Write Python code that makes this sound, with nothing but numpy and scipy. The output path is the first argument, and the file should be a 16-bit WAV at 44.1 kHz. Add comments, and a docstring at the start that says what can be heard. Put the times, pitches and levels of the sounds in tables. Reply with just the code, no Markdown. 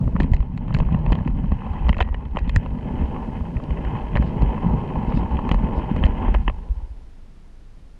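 """A small garden train rolls over points and rail joints; a closed camera housing rides on its wagon.
From the start rough rail drives modes of wagon, deck, frame and housing, clicks ring, the deck thumps and swings.
Rubbing flanges (from 0.75 s), short tonal blips (1.6 s) and a loose steel link (2 s) add grit, pings and rings.
Just before 6.4 s the wheels bite harder, then lock; the last motion dies away by about 7.3 s.
Camera hiss, thin tones and a deep hum lie under it all and are left alone at the end."""
import sys
import numpy as np
from scipy.fft import rfft, irfft, next_fast_len
from scipy.io import wavfile
from scipy.ndimage import map_coordinates

SR = 44100
rng = np.random.default_rng(int(sys.argv[2]) if len(sys.argv) > 2 else 0)


def transcribe(u):
    """Save the signal u as a 16-bit wav file named by the first command-line argument.

    u: samples, shape (n,) or (channels, n), limited to [-1, 1]; the rate is SR.
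    q: integer samples, one column per channel.
    """
    v = np.clip(np.atleast_2d(u).T, -1, 1)
    q = np.round(v * 32767).astype(np.int16)
    wavfile.write(sys.argv[1], SR, q)


N = 352346

# Rolling levels ahead of trims and flutter. Each row: time in seconds, then levels in dB of wheel grind,
# middle housing modes, deck rumble, wagon bounce, upper deck rumble (planks), frame drone.
ROLLING_LEVELS = [(0.0, -51, -65.5, -21.5, -23.5, -34.5, -42.5), (0.14, -51, -59.5, -30.5, -25, -42.5, -43),
                  (0.26, -46.5, -57, -28, -26.5, -30.5, -43.5), (0.39, -50, -58, -35.5, -27.5, -42, -47.5),
                  (0.53, -51.5, -61, -30.5, -33, -37, -52.5), (0.69, -49.5, -56.5, -31, -26, -35.5, -45.5),
                  (0.83, -48.5, -56, -27, -23, -34.5, -43), (0.93, -39.5, -53, -24, -30.5, -48, -41),
                  (1.1, -42, -55, -22.5, -25, -38, -40), (1.2, -43.5, -55, -27, -29, -33, -44),
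                  (1.3, -48, -59.5, -34, -29, -34, -50.5), (1.46, -48.5, -54.5, -30.5, -23.5, -37.5, -44),
                  (1.57, -49.5, -57.5, -33.5, -33.5, -46.5, -51.5),
                  (1.73, -38, -51.5, -32, -30, -35, -46.5), (1.87, -43, -51, -36, -24, -39.5, -44),
                  (1.99, -56, -58, -36.5, -29, -38.5, -45.5), (2.13, -51.5, -62, -43.5, -27.5, -45.5, -52),
                  (2.34, -48.5, -61, -37.5, -27, -44, -50.5), (2.58, -52.5, -53, -33, -25.5, -43.5, -47),
                  (2.74, -44, -57.5, -30, -25.5, -32, -43.5), (2.88, -45, -54.5, -34.5, -29.5, -39, -41.5),
                  (3.01, -42, -49, -35.5, -24.5, -33.5, -40.5), (3.11, -40.5, -51, -34.5, -31, -36, -40.5),
                  (3.25, -40.5, -55.5, -36, -30, -35, -39), (3.41, -46.5, -52.5, -32.5, -30.5, -36, -44),
                  (3.6, -45, -57.5, -32, -38.5, -38, -41.5), (3.78, -43, -48.5, -31.5, -34, -38.5, -39),
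                  (3.92, -40.5, -49.5, -30, -37, -39, -40.5), (4.04, -40, -51, -37.5, -26.5, -37.5, -42.5),
                  (4.19, -43.5, -48, -27.5, -31.5, -32.5, -36.5),
                  (4.31, -40, -48.5, -22.5, -25.5, -35.5, -35.5),
                  (4.53, -38, -48, -32.5, -33.5, -33, -38.5), (4.74, -35.5, -51, -25, -33, -33, -34.5),
                  (4.94, -37, -48.5, -29.5, -34, -36, -36.5), (5.06, -36, -49, -31, -28.5, -37, -38),
                  (5.39, -34.5, -49, -28.5, -29, -31.5, -37.5), (5.57, -40.5, -49, -33.5, -25, -37.5, -40),
                  (5.75, -37.5, -50, -31, -32, -32.5, -34.5), (5.9, -38, -46, -32, -30, -39, -39),
                  (6.0, -41, -48, -31.5, -23.5, -33.5, -36), (6.18, -40, -49, -42, -25.5, -33.5, -40.5),
                  (6.26, -35, -45.5, -34.5, -25.5, -29.5, -39.5),
                  (6.38, -48, -55.5, -44, -28.5, -37.5, -50.5), (6.46, -49, -58, -38.5, -29.5, -45.5, -56),
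                  (6.67, -53, -65.5, -50, -39, -53.5, -51.5), (6.77, -55.5, -67, -57, -37, -55, -59.5),
                  (6.93, -64.5, -73, -70, -39.5, -68, -61), (7.1, -72, -76, -62, -49, -70, -72),
                  (7.3, -72, -73, -53, -50, -60, -71)]
# Knocks on the deck. Each row: peak in seconds, level in dB, pitch in Hz.
DECK_THUMPS = [(0.08, -16.5, 200), (0.155, -8.5, 169), (0.206, -6.5, 215), (0.248, -12.5, 178),
               (0.319, -14, 151), (0.394, -22, 130), (0.5, -24, 151), (0.566, -18.5, 145),
               (0.75, -10.5, 138), (0.769, -15, 165), (0.83, -15.5, 181), (0.925, -13, 182),
               (0.949, -10, 168), (1.076, -13, 173), (1.123, -6.5, 213), (1.153, -22.5, 161),
               (1.264, -13.5, 191), (1.445, -13, 158), (1.524, -10, 168), (1.898, -9.5, 166),
               (2.353, -18, 198), (2.479, -16, 181), (2.563, -14, 181), (2.941, -14.5, 192),
               (4.157, -11.5, 168), (4.2, -9.5, 187), (4.431, -12, 157), (4.665, -11.5, 156),
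               (4.688, -26.5, 171), (4.703, -18.5, 180), (5.084, -13.5, 194), (5.147, -10.5, 157),
               (5.174, -9.5, 195), (5.228, -18, 208), (5.516, -9, 194), (5.549, -14, 162),
               (5.641, -11.5, 173), (5.916, -9, 183), (5.97, -23, 176), (6.041, -10.5, 169),
               (6.289, -16, 206), (6.483, -20, 194)]
# Modes of wagon frame and of housing (low, middle, high). Each row: centre in Hz, width in Hz, relative level in dB.
FRAME_MODES = [(318, 197, -3), (474, 125, -0.5), (641, 135, -1.5)]
LOW_MODES = [(752, 51, 5), (880, 115, 5), (971, 83, 5.5), (1052, 85, 0)]
MIDDLE_MODES = [(1403, 230, -0.5), (1740, 163, 2), (2000, 224, 1), (2610, 150, 1.5), (2880, 200, 0),
                (3187, 216, 0.5)]
HIGH_MODES = [(4040, 490, 0), (4650, 1200, -7), (7050, 1000, -12)]

HALT_S = 6.365  # the wheels lock
GRIND_REF_DB = -38  # layers that follow the grind by a share swing about this level


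def amp(db):
    """Gain of a level in dB."""
    return 10 ** (np.asarray(db) / 20)


def unit(x):
    """x at rms 1."""
    return x / np.sqrt(np.mean(x ** 2) + 1e-20)


def curves(rows):
    """One value per sample for each column after the time."""
    s, *cols = np.transpose(rows)
    return [np.interp(np.arange(N) / SR, s, c) for c in cols]


def wobble(rate):
    """A smooth random curve, rate knots a second."""
    knots = rng.standard_normal(int(N * rate / SR) + 4)
    return map_coordinates(knots, [np.arange(N) * rate / SR])


def swells(s, db, width_s, t):
    """Sum of bell-shaped swells at the times t."""
    return amp(db) @ np.exp(-((t - s[:, None]) / np.reshape(width_s, (-1, 1))) ** 2)


def filtered(x, response):
    """x times a complex response of frequency."""
    m = next_fast_len(N + SR // 2)
    return irfft(rfft(x, m) * response(np.fft.rfftfreq(m, 1 / SR)), m)[..., :N]


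def resonances(modes, edge_hz, sign=-1):
    """Response of modes with a steep roll-off, at unit mean power; sign 1: all start together, -1: alternate."""
    def response(f):
        ring = sum(sign ** k * amp(db) * 1j * f * w / (c * c - f * f + 1j * f * w)
                   for k, (c, w, db) in enumerate(modes))
        roll_off = (edge_hz ** 2 / (edge_hz ** 2 - f * f + 1.2j * f * edge_hz)) ** 2
        return ring * roll_off / np.sqrt(np.mean(abs(ring * roll_off) ** 2))
    return response


def ringing(x, modes, edge_hz):
    """x through a set of modes."""
    return filtered(x, resonances(modes, edge_hz))


def restless(x, modes, edge_hz, depth_db, rate):
    """x through modes whose alternate members swell and fade as two independent groups, at rms 1."""
    first = ringing(x, modes[::2], edge_hz) * amp(depth_db * wobble(rate))
    second = ringing(x, modes[1::2], edge_hz) * amp(depth_db * wobble(rate))
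    return unit(first - second)


def grit(rate, spread_db, share):
    """Rough rail: smooth noise plus scattered specks of uneven size, which carry a share of the power."""
    specks = (rng.random(N) < rate / SR) * amp(spread_db * rng.random(N)) * rng.choice([-1, 1], N)
    share = np.clip(share, 0, 1)
    return np.sqrt(1 - share) * rng.standard_normal(N) + np.sqrt(share) * unit(specks)


def rolling():
    """Rough rail drives modes of wagon, deck, frame and housing; the load on the wheels flutters."""
    # Each row: centre in Hz, width in Hz, relative level in dB.
    bounce_modes = [(32.3, 17.7, 0), (45, 24.2, 3), (64.4, 48.7, -2.5)]  # wagon on its axles
    deck_modes = [(100.7, 26.5, -3.5), (138.4, 56.7, -1), (168, 43.8, -1)]  # slower deck modes
    plank_modes = [(198.5, 42.7, 0), (252, 58, -0.5)]  # faster deck modes
    bite_peak_db, bite_s, lock_s = 9.5, 0.072, .004  # harder bite before the lock: rise and release times
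    rest_s, fade_db_per_s = 6.97, 25  # the last coasting dies away

    grind_db, middle_db, deck_db, bounce_db, plank_db, frame_db = curves(ROLLING_LEVELS)
    t = np.arange(N) / SR
    bite_db = bite_peak_db * np.exp(-abs(t - HALT_S) / np.where(t < HALT_S, bite_s, lock_s))
    grind_db, middle_db, frame_db = grind_db + bite_db, middle_db + bite_db, frame_db + bite_db
    shake, flutter = shudder(), wobble(30)
    high_db = -77.5 + 0.64 * (grind_db - GRIND_REF_DB) + 3.8 * shake

    rail = grit(rate=260, spread_db=17.0, share=0.42)
    far_rail = grit(rate=130, spread_db=13.0, share=0.55)  # the other wheels
    bumps = grit(rate=80, spread_db=13, share=0.5)

    bounce_gain = amp(bounce_db + 1.0 + 5.6 * shake + 0.72 * wobble(6.1) + 2.3 * wobble(16))
    bounce = bounce_gain * ringing(rng.standard_normal(N), bounce_modes, edge_hz=83.5)
    deck = amp(deck_db - 0.5 + 3.5 * shake + 1.9 * flutter) * ringing(bumps, deck_modes, edge_hz=202)
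    planks = amp(plank_db + 1.5 + 2.7 * shake + 2.0 * flutter) * ringing(bumps, plank_modes, edge_hz=264)
    frame = amp(frame_db + 2.0 + 0.83 * shake + 1.4 * flutter) * ringing(rail, FRAME_MODES, edge_hz=590)
    low_gain = amp(grind_db + 1.5 + 2.0 * flutter + 0.55 * wobble(55) + 0.44 * wobble(16))
    low = low_gain * ringing(rail, LOW_MODES, edge_hz=1670)
    middle_gain = amp(middle_db + .67 * shake + 1.4 * flutter + 0.36 * wobble(14) + 1.4 * wobble(160))
    middle = middle_gain * restless(unit(rail + far_rail), MIDDLE_MODES, edge_hz=3120, depth_db=1.0, rate=66)
    high = amp(high_db + 2.0 * wobble(45)) * ringing(far_rail, HIGH_MODES, edge_hz=5800)
    fade = amp(-fade_db_per_s * np.maximum(t - rest_s, 0))
    return (bounce + deck + planks + frame + low + middle + high) * fade


def shudder():
    """0 to 1: how hard the deck shakes around its thumps."""
    t = np.arange(0, N / SR, .002)
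    s, db, _ = np.transpose(DECK_THUMPS)
    shake = np.minimum(swells(s, db - db.max(), 0.038, t), 1)
    return np.interp(np.arange(N) / SR, t, shake)


def clicks():
    """Each click is a crackling blow of a few ms with a faint rattle after it, ringing all housing modes."""
    # Clicks: wheel on joint, plus a few thin treble ticks from overload. Each row: start in seconds,
    # middle modes in dB, low modes in dB over them, high modes in dB over them, favoured pitch in Hz.
    click_rows = [(0.012, -55, 16, -24, 1900), (0.04, -48.5, 15, -26, 1900), (0.0768, -42.5, 15, -20, 1900),
                  (0.1543, -43, 15, -19, 1910), (0.1633, -30, 11, -33, 2210), (0.201, -14.5, 2, -24, 2180),
                  (0.2065, -30, -4, -13, 2200), (0.211, -52, 3, 3, 2110), (0.22, -37, 11, -15, 2030),
                  (0.225, -54, -1, -11, 2300), (0.231, -30.5, -8, -12, 2270), (0.2416, -39, 11, -14, 2280),
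                  (0.318, -39, 2, -7, 1850), (0.335, -23.5, 4, -19.5, 2170), (0.344, -34, -8, -5.5, 2200),
                  (0.365, -35, -5, -13, 2220), (0.4035, -38.5, 7, -14.5, 2350), (0.427, -42, 12, -40, 2180),
                  (0.5756, -33, 0, -12, 2000), (0.6804, -40, 10, -20, 1910), (0.706, -41.5, 18, -33, 1590),
                  (0.725, -36, -1, -28, 1930), (0.7414, -30, 4, -5, 2330), (0.7463, -17.5, -3, -14, 1750),
                  (0.761, -49, 0, -9, 2300), (0.7655, -31, 7, -33, 1860), (0.771, -44, 0, -8, 2400),
                  (0.7865, -33, 6, -9.5, 1960), (0.8011, -25.5, 10.5, -25, 2090),
                  (0.830, -44, 13, -20, 1900), (0.850, -41, 1, -23.5, 2000), (0.888, -48.5, 22, -25, 1900),
                  (0.9246, -33, -11, -21, 2200), (0.9446, -28.5, 10, -27, 2010), (0.961, -49, 9, -12, 2200),
                  (0.988, -46.5, 2.5, -11, 2100), (1.0626, -28, 9.5, -28, 1930),
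                  (1.1213, -20, 8.5, -15.5, 2020), (1.1274, -20.5, 0, -30.5, 2130),
                  (1.152, -30.5, 10, -18, 2350), (1.1797, -43, 2, -18, 2140), (1.187, -33, 5.5, -26, 2020),
                  (1.208, -45, 17, -21, 2000), (1.2753, -27.5, 6.5, -24, 2560), (1.3697, -48, 6, -20, 2000),
                  (1.4418, -46, 17, -19, 1910), (1.519, -34, 13.5, -20, 2040), (1.589, -47, 4, -24, 2300),
                  (1.619, -43.5, 16.5, -26, 2000), (1.665, -41, 16, -26, 2300), (1.738, -43, 12, -26, 2400),
                  (1.779, -44.5, 14, -26, 2100), (1.8663, -34, 5, -38, 1990), (1.885, -33.5, 14, -12, 2130),
                  (1.892, -13, 3.5, -40, 2350), (1.898, -47, -1, -2, 2200), (1.9286, -20.5, -1, -31, 2140),
                  (1.9434, -28, -17, -28, 1780), (1.9672, -33, 10, -21, 1880),
                  (1.9822, -28.5, -9, -15, 2170), (1.9889, -33.5, 15, -30, 1790),
                  (2.0015, -29, 1, -18, 2110), (2.0046, -8.5, 1, -36, 2020), (2.0077, -26, 11.5, -24, 2400),
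                  (2.0098, -14, 2, -22, 2390), (2.0155, -34, 11.5, -18, 2380),
                  (2.024, -19.5, -0.5, -19.5, 2130), (2.045, -45, 7, -22, 2190),
                  (2.066, -51, 17, -21, 1900), (2.075, -42, 11, -23, 2000), (2.0876, -37.5, 8.5, -26, 1900),
                  (2.126, -49, 14, -21, 1990), (2.1435, -25, 3.5, -45, 1920), (2.253, -44, 6, -27, 2650),
                  (2.352, -45, 9, -16, 2100), (2.3597, -29.5, 5.5, -27, 1840), (2.3696, -21, 11, -28, 2270),
                  (2.376, -44, 1, -29, 1980), (2.385, -26, 1, -26, 1800), (2.3887, -30, 2, -13, 2220),
                  (2.443, -44, -3, -20, 2500), (2.4766, -38, 4, -19, 2330), (2.494, -22.5, -2, -13.5, 2680),
                  (2.5606, -9, -8.5, -16, 1840), (2.6195, -56, 3, -26, 1800),
                  (2.6605, -38.5, 15.5, -21, 2420), (2.786, -43.5, 6, -20, 2500),
                  (2.885, -41, 9, -24, 2500), (2.908, -50, -1, -21, 2000), (2.9944, -39, -12, -23, 2100),
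                  (3.0124, -34, 11, -32, 1780), (3.0355, -43, -4, -24, 2000),
                  (3.1627, -34.5, 13.5, -37, 1880), (3.3686, -40, -7, -24, 2230),
                  (3.408, -47, 19.5, -24, 2500), (3.567, -31, -1, -41, 2080), (3.6, -47, 19, -26, 2000),
                  (3.6375, -41, -2, -10, 2150), (3.7053, -32, 8.5, -23, 2190),
                  (3.771, -32.5, 6.5, -38, 2060), (3.8486, -28.5, 0, -24, 2000), (3.952, -34, 9, -31, 2030),
                  (4.1538, -21, 4.5, -34, 2500), (4.1611, -19, 6.5, -24, 1650),
                  (4.17, -15, -2, -22.5, 1740), (4.179, -40.5, 18, -18, 1880),
                  (4.2233, -28.5, 8.5, -21, 1800), (4.42, -33.5, 13.5, -10.5, 2130),
                  (4.578, -38.5, 18, -25, 1900), (4.697, -48, 9, -24, 2210), (5.029, -38, 0, -23, 2100),
                  (5.122, -34, 13, -25, 2100), (5.1726, -32, 5, -17, 1980), (5.369, -29.5, 4, -27, 2600),
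                  (5.3898, -35.5, 18.5, -22, 2100), (5.4906, -23.5, 6.5, -17, 2210),
                  (5.5137, -14.5, 4, -30, 2300), (5.518, -32, 13, -8.5, 2230),
                  (5.5427, -25.5, 11, -19, 1800), (5.6416, -37, -2, -24, 2100),
                  (5.9627, -28, 6.5, -21, 2210), (5.997, -42, 5, -23, 2400), (6.0278, -31, 12, -30, 2000),
                  (6.0369, -13.5, -1.5, -36, 2570), (6.045, -31, 1, -17, 1910),
                  (6.0546, -26.5, -6, -15, 2240), (6.064, -28.5, 8, -16, 2140), (6.217, -42, -3, -26, 2400),
                  (6.2558, -36, 0, -31, 1860), (6.281, -33, 14.5, -24, 1810), (6.3421, -19, 1, -24, 1750),
                  (6.3469, -20, 9.5, -39, 1800), (6.35, -34, 5, -22, 1860), (6.357, -34, -5, -26, 2200),
                  (6.4787, -13, 4, -44, 2600), (6.4835, -45, 8, -30, 2280), (6.497, -28.5, 8.5, -31, 2400)]
    click_ms, softer_ms_per_db = 1.87, 0.06  # time scale of a -8.5 dB blow; weaker blows are longer
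    body_db = -5  # frame's knock over the low modes
    first_impact = 6.6  # clean impact over the rms of the crackle
    mode_scatter_db = 2.5  # how unevenly one blow excites the modes

    out = np.zeros(N + SR)
    t = np.arange(4096) / SR
    f = np.fft.rfftfreq(len(t), 1 / SR)
    high = resonances(HIGH_MODES, edge_hz=7800)(f)
    body = resonances(widened(FRAME_MODES, 1.2), edge_hz=800)(f)
    hits = list(click_rows) + ticks()
    cracks = rng.standard_normal((len(hits), len(t)))
    scatter = mode_scatter_db * rng.standard_normal((len(hits), len(LOW_MODES) + len(MIDDLE_MODES)))
    for (s, db, low_db, high_db, hz), crack, luck in zip(hits, cracks, scatter):
        low_struck = [(c, w, level + d) for (c, w, level), d in zip(widened(LOW_MODES, 1.8), luck)]
        low = resonances(low_struck, edge_hz=1150, sign=1)(f)
        # the favoured pitch decides which middle modes answer most
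        middle_struck = [(c, w, level + d - 14 * np.log2(c / hz) ** 2)
                         for (c, w, level), d in zip(widened(MIDDLE_MODES, 1.36), luck[len(LOW_MODES):])]
        middle = resonances(middle_struck, edge_hz=3250)(f)

        u = 1000 * t / np.maximum(click_ms - softer_ms_per_db * (db + 8.5), 1)
        rattle = amp(-28) * np.exp(-t / 0.0056)
        shape = np.minimum(t / 0.00039, 1) * (np.exp(-1.6 * u ** 0.71) + rattle)
        crack = crack + first_impact * (np.arange(len(t)) == np.argmax(shape))
        # body and low modes feel mostly the first impact
        early, whole = np.exp(-1.2 * u), np.ones_like(u)
        blows = shape * crack * np.array([early, early, whole, whole])
        groups = irfft(rfft(blows) * [body, low, middle, high], len(t))
        # every group takes its set share of the blow's energy
        groups *= np.linalg.norm(shape) / np.linalg.norm(groups, axis=1, keepdims=True)
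        levels_db = db + np.array([low_db + body_db, low_db, 0, high_db])
        out[round(s * SR):][:len(t)] += amp(levels_db) @ groups
    return out[:N]


def widened(modes, factor):
    """A hard blow shakes the joints of the housing, which damps its modes more than rolling does."""
    return [(c, factor * w, level) for c, w, level in modes]


def ticks():
    """Specks and small gaps on the rail: weak clicks at random moments until the halt."""
    ticks_per_s, tick_db, spread_db = 32, -45, 1
    follows = 0.81  # share of the grind's swings that the ticks follow
    s = np.cumsum(rng.exponential(size=300)) / ticks_per_s
    grind_db = np.interp(s, *np.transpose(ROLLING_LEVELS)[:2]) - GRIND_REF_DB
    level, low, high, place = rng.standard_normal((300, 4)).T
    middle_db = tick_db + follows * grind_db + spread_db * level
    rows = zip(s, middle_db, 8 + 1.6 * low, -24 + 3.5 * high, 2080 + 170 * place)
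    return [row for row in rows if row[0] < HALT_S]


def jolts():
    """Each jolt or thump is a short swing that builds fast and dies a little slower."""
    # Wheels drop, wagon swings out. Each row: peak in seconds, level in dB, pitch in Hz,
    # width in seconds (shape takes 0.55 of it before the peak, 0.7 after).
    wagon_swings = [(0.208, -12, 58, 0.0084), (0.242, -9, 53, 0.018), (0.321, -5.5, 50.6, 0.01),
                    (0.345, -4.5, 45.7, 0.012), (0.406, -7.5, 47.5, 0.013), (0.711, -10.5, 54, 0.004),
                    (0.753, -16.5, 69.4, 0.034), (0.811, -7, 56, 0.0087), (0.968, -29, 50.5, 0.04),
                    (1.105, -10, 44.7, 0.046), (1.143, -13, 66.7, 0.014), (1.473, -14, 52, 0.048),
                    (1.527, -10, 57, 0.016), (1.712, -12.5, 52.5, 0.011), (1.868, -11.5, 54, 0.026),
                    (1.904, -6, 56, 0.02), (1.973, -12.5, 57, 0.0089), (2.018, -7, 52.7, 0.013),
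                    (2.067, -15, 58, 0.014), (2.115, -14, 56.6, 0.018), (2.425, -14.5, 61, 0.012),
                    (2.498, -14.5, 59.4, 0.035), (2.572, -2.5, 62.3, 0.011), (3.02, -12.5, 61, 0.015),
                    (3.087, -15, 58.4, 0.021), (3.418, -16, 60, 0.017), (3.568, -13.5, 57.4, 0.016),
                    (3.717, -12.5, 58.6, 0.025), (3.869, -17, 54.3, 0.041), (4.163, -12, 57.4, 0.0079),
                    (4.204, -11.5, 59, 0.053), (4.424, -10, 53.7, 0.042), (4.472, -15.5, 54, 0.066),
                    (4.728, -17.5, 56.5, 0.051), (4.976, -16, 60.4, 0.016), (5.179, -17.5, 53.7, 0.063),
                    (5.333, -16, 64.7, 0.063), (5.536, -11, 51.7, 0.025), (5.651, -18, 57.5, 0.028),
                    (5.783, -13.5, 57.7, 0.026), (5.958, -15.5, 68.5, 0.028), (6.056, -1.5, 50, 0.015),
                    (6.097, -12.5, 56.7, 0.0057), (6.291, -14, 53, 0.03), (6.371, -7, 47, 0.026),
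                    (6.407, -14, 53.6, 0.013), (6.483, -13.5, 43, 0.038), (6.588, -21, 41, 0.026),
                    (6.712, -11, 48.3, 0.022), (6.778, -18, 46.7, 0.017), (6.839, -28, 51.4, 0.021),
                    (6.916, -26, 54, 0.031)]
    thump_width_s, thump_hz, stiffer = 0.0071, 162.2, 2.93  # width at this pitch; higher thumps are much shorter

    out = np.zeros(N + SR)
    t = np.arange(-SR // 8, SR // 4) / SR
    thumps = [(s, db, hz, thump_width_s * (thump_hz / hz) ** stiffer) for s, db, hz in DECK_THUMPS]
    swings = list(wagon_swings) + thumps
    turns = rng.random((len(swings), 1))
    for (s, db, hz, width_s), turn in zip(swings, turns):
        shape = np.exp(-(t / (width_s * np.where(t < 0, .55, .7))) ** 2)
        swing = amp(db) * shape * np.cos(2 * np.pi * (hz * t + turn))
        out[round(s * SR) + SR // 4 - SR // 8:][:len(t)] += swing
    return out[SR // 4:][:N]


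def housing(x):
    """The shell between wagon and microphone cancels a few narrow bands."""
    # Where the housing hardly passes sound. Each row: centre in Hz, width in Hz, level in dB.
    dead_spots = [(696, 90, -3), (1580, 86, -2.5), (2300, 90, -3.5), (3310, 140, -6)]

    def dip(f, c, w, db):
        return (c * c - f * f + 1j * f * w * amp(db)) / (c * c - f * f + 1j * f * w)
    return filtered(x, lambda f: np.prod([dip(f, *spot) for spot in dead_spots], axis=0))


def scrapes():
    """A flange rubs the rail: short gritty swells in the treble."""
    # Each row: peak in seconds, level in dB, width in seconds.
    rubs = [(0.75, -70, 0.029), (1.12, -65, 0.031), (3.07, -71, 0.035), (4.17, -70, .03),
            (4.27, -62.5, .04), (5.1, -61, 0.014), (5.17, -57, 0.034), (5.53, -66, .03),
            (5.78, -60.5, 0.028)]
    # What a rubbing flange rings. Each row: centre in Hz, width in Hz, relative level in dB.
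    flange_modes = [(3650, 500, 3.5), (5050, 580, -2), (7400, 700, -11)]
    rub = grit(rate=1000, spread_db=4.5, share=.35)
    return swells(*np.transpose(rubs), np.arange(N) / SR) * ringing(rub, flange_modes, edge_hz=8600)


def coupling():
    """Hard blows leave a rough steel ring that dies slowly; the link chatters, so level and phase flutter."""
    # A loose steel link rings. Each row: start in seconds, level in dB, t60 in seconds.
    link_rings = [(2.009, -51, 0.37), (2.028, -47.5, 0.41), (2.144, -58, 0.14), (2.373, -49.5, .2),
                  (2.39, -52, 0.37)]
    # Each row: pitch in Hz, relative level in dB.
    link_modes = [(1915, 5), (1986, -17.5), (1836, -10)]
    chatter_rad = 0.15

    out = np.zeros(N + SR)
    t = np.arange(SR // 2) / SR
    shaken = np.pad(chatter_rad * wobble(120), (0, SR))
    for s, db, t60_s in link_rings:
        at = round(s * SR)
        phase = shaken[at:][:len(t)]
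        ring = sum(amp(level) * np.sin(2 * np.pi * hz * t + phase) for hz, level in link_modes)
        out[at:][:len(t)] += amp(db - 60 * t / t60_s) * ring
    return out[:N] * amp(1.1 * wobble(40))


def chirps():
    """Short tonal blips: each a slightly rising tone under a bell-shaped swell."""
    # Some in the treble, two low pings among the clicks.
    # Each row: peak in seconds, pitch at the peak in Hz, level in dB, width in seconds.
    blips = [(1.621, 2050, -49, 0.0036), (1.66, 2600, -48, .007), (1.705, 2550, -47, .004),
             (1.765, 1950, -50, .006), (1.795, 2600, -45, .004), (1.9915, 680, -25, 0.0027),
             (2.011, 755, -15, .002), (2.165, 1000, -42, .005), (5.06, 2100, -48, .004),
             (5.083, 2650, -47, .003), (5.125, 2050, -44, .003), (5.135, 2150, -43, .005)]
    rise_per_s = 12  # share of the pitch gained in a second
    out = np.zeros(N)
    t = np.arange(-1024, 1024) / SR
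    for (s, hz, db, width_s), turn in zip(blips, rng.random((len(blips), 1))):
        tone = np.cos(2 * np.pi * (hz * t * (1 + rise_per_s * t / 2) + turn))
        out[round((s + t[0]) * SR):][:len(t)] += amp(db) * np.exp(-(t / width_s) ** 2) * tone
    return out


def camera():
    """Microphone and amplifier hiss, heavy in the bass, with thin tones that follow it and a deep hum."""
    # Hiss spectrum. Each row: frequency in Hz, relative density in dB.
    hiss_spectrum = [(6, -35.5), (12, -16.5), (35, -20.5), (52, -16.5), (70, -24.5), (95, -27), (200, -32),
                     (500, -43), (2000, -54), (5000, -60.5), (9000, -69), (11500, -74.5), (13000, -80.5),
                     (15500, -99)]
    # The floor creeps up and down. Each row: time in seconds, level in dB ahead of the hiss gain.
    floor_levels = [(0.0, -73), (0.42, -83), (1.91, -75.5), (2.07, -81), (3.16, -73), (7.99, -74.5)]
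    # Camera electronics. Each row: pitch in Hz, level in dB over the floor level, ahead of trim and wobble.
    whine_lines = [(9600, -12.5), (9650, -21.5)]
    # Deep hum with two overtones. Each row: pitch in Hz, level in dB ahead of trim and wobble.
    hum_lines = [(24, -42.5), (48, -57.5), (72, -66.5)]

    hz, db = np.transpose(hiss_spectrum)
    noise = rng.standard_normal(N)
    hiss = unit(filtered(noise, lambda f: amp(np.interp(np.log(f + 1), np.log(hz), db))))
    t = np.arange(N) / SR

    def tones(lines):
        return sum(amp(level + 2.5 + 1.4 * wobble(6)) * np.sin(2 * np.pi * f * t) for f, level in lines)
    return amp(curves(floor_levels)[0]) * (amp(27.5) * hiss + tones(whine_lines)) + tones(hum_lines)


def scene():
    """The train as the housing feels it, over the camera's floor."""
    train = housing(rolling() + clicks()) + scrapes() + jolts() + coupling() + chirps()
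    return (train + camera())[None]


def record(dry):
    """Big swings saturate softly; nothing passes above the band limit."""
    hardness, ceiling, top_hz = 5, .7, 15700
    saturated = dry / (1 + abs(dry / ceiling) ** hardness) ** (1 / hardness)
    return filtered(saturated, lambda hz: hz < top_hz)


dry = scene()
out = record(dry)
transcribe(out)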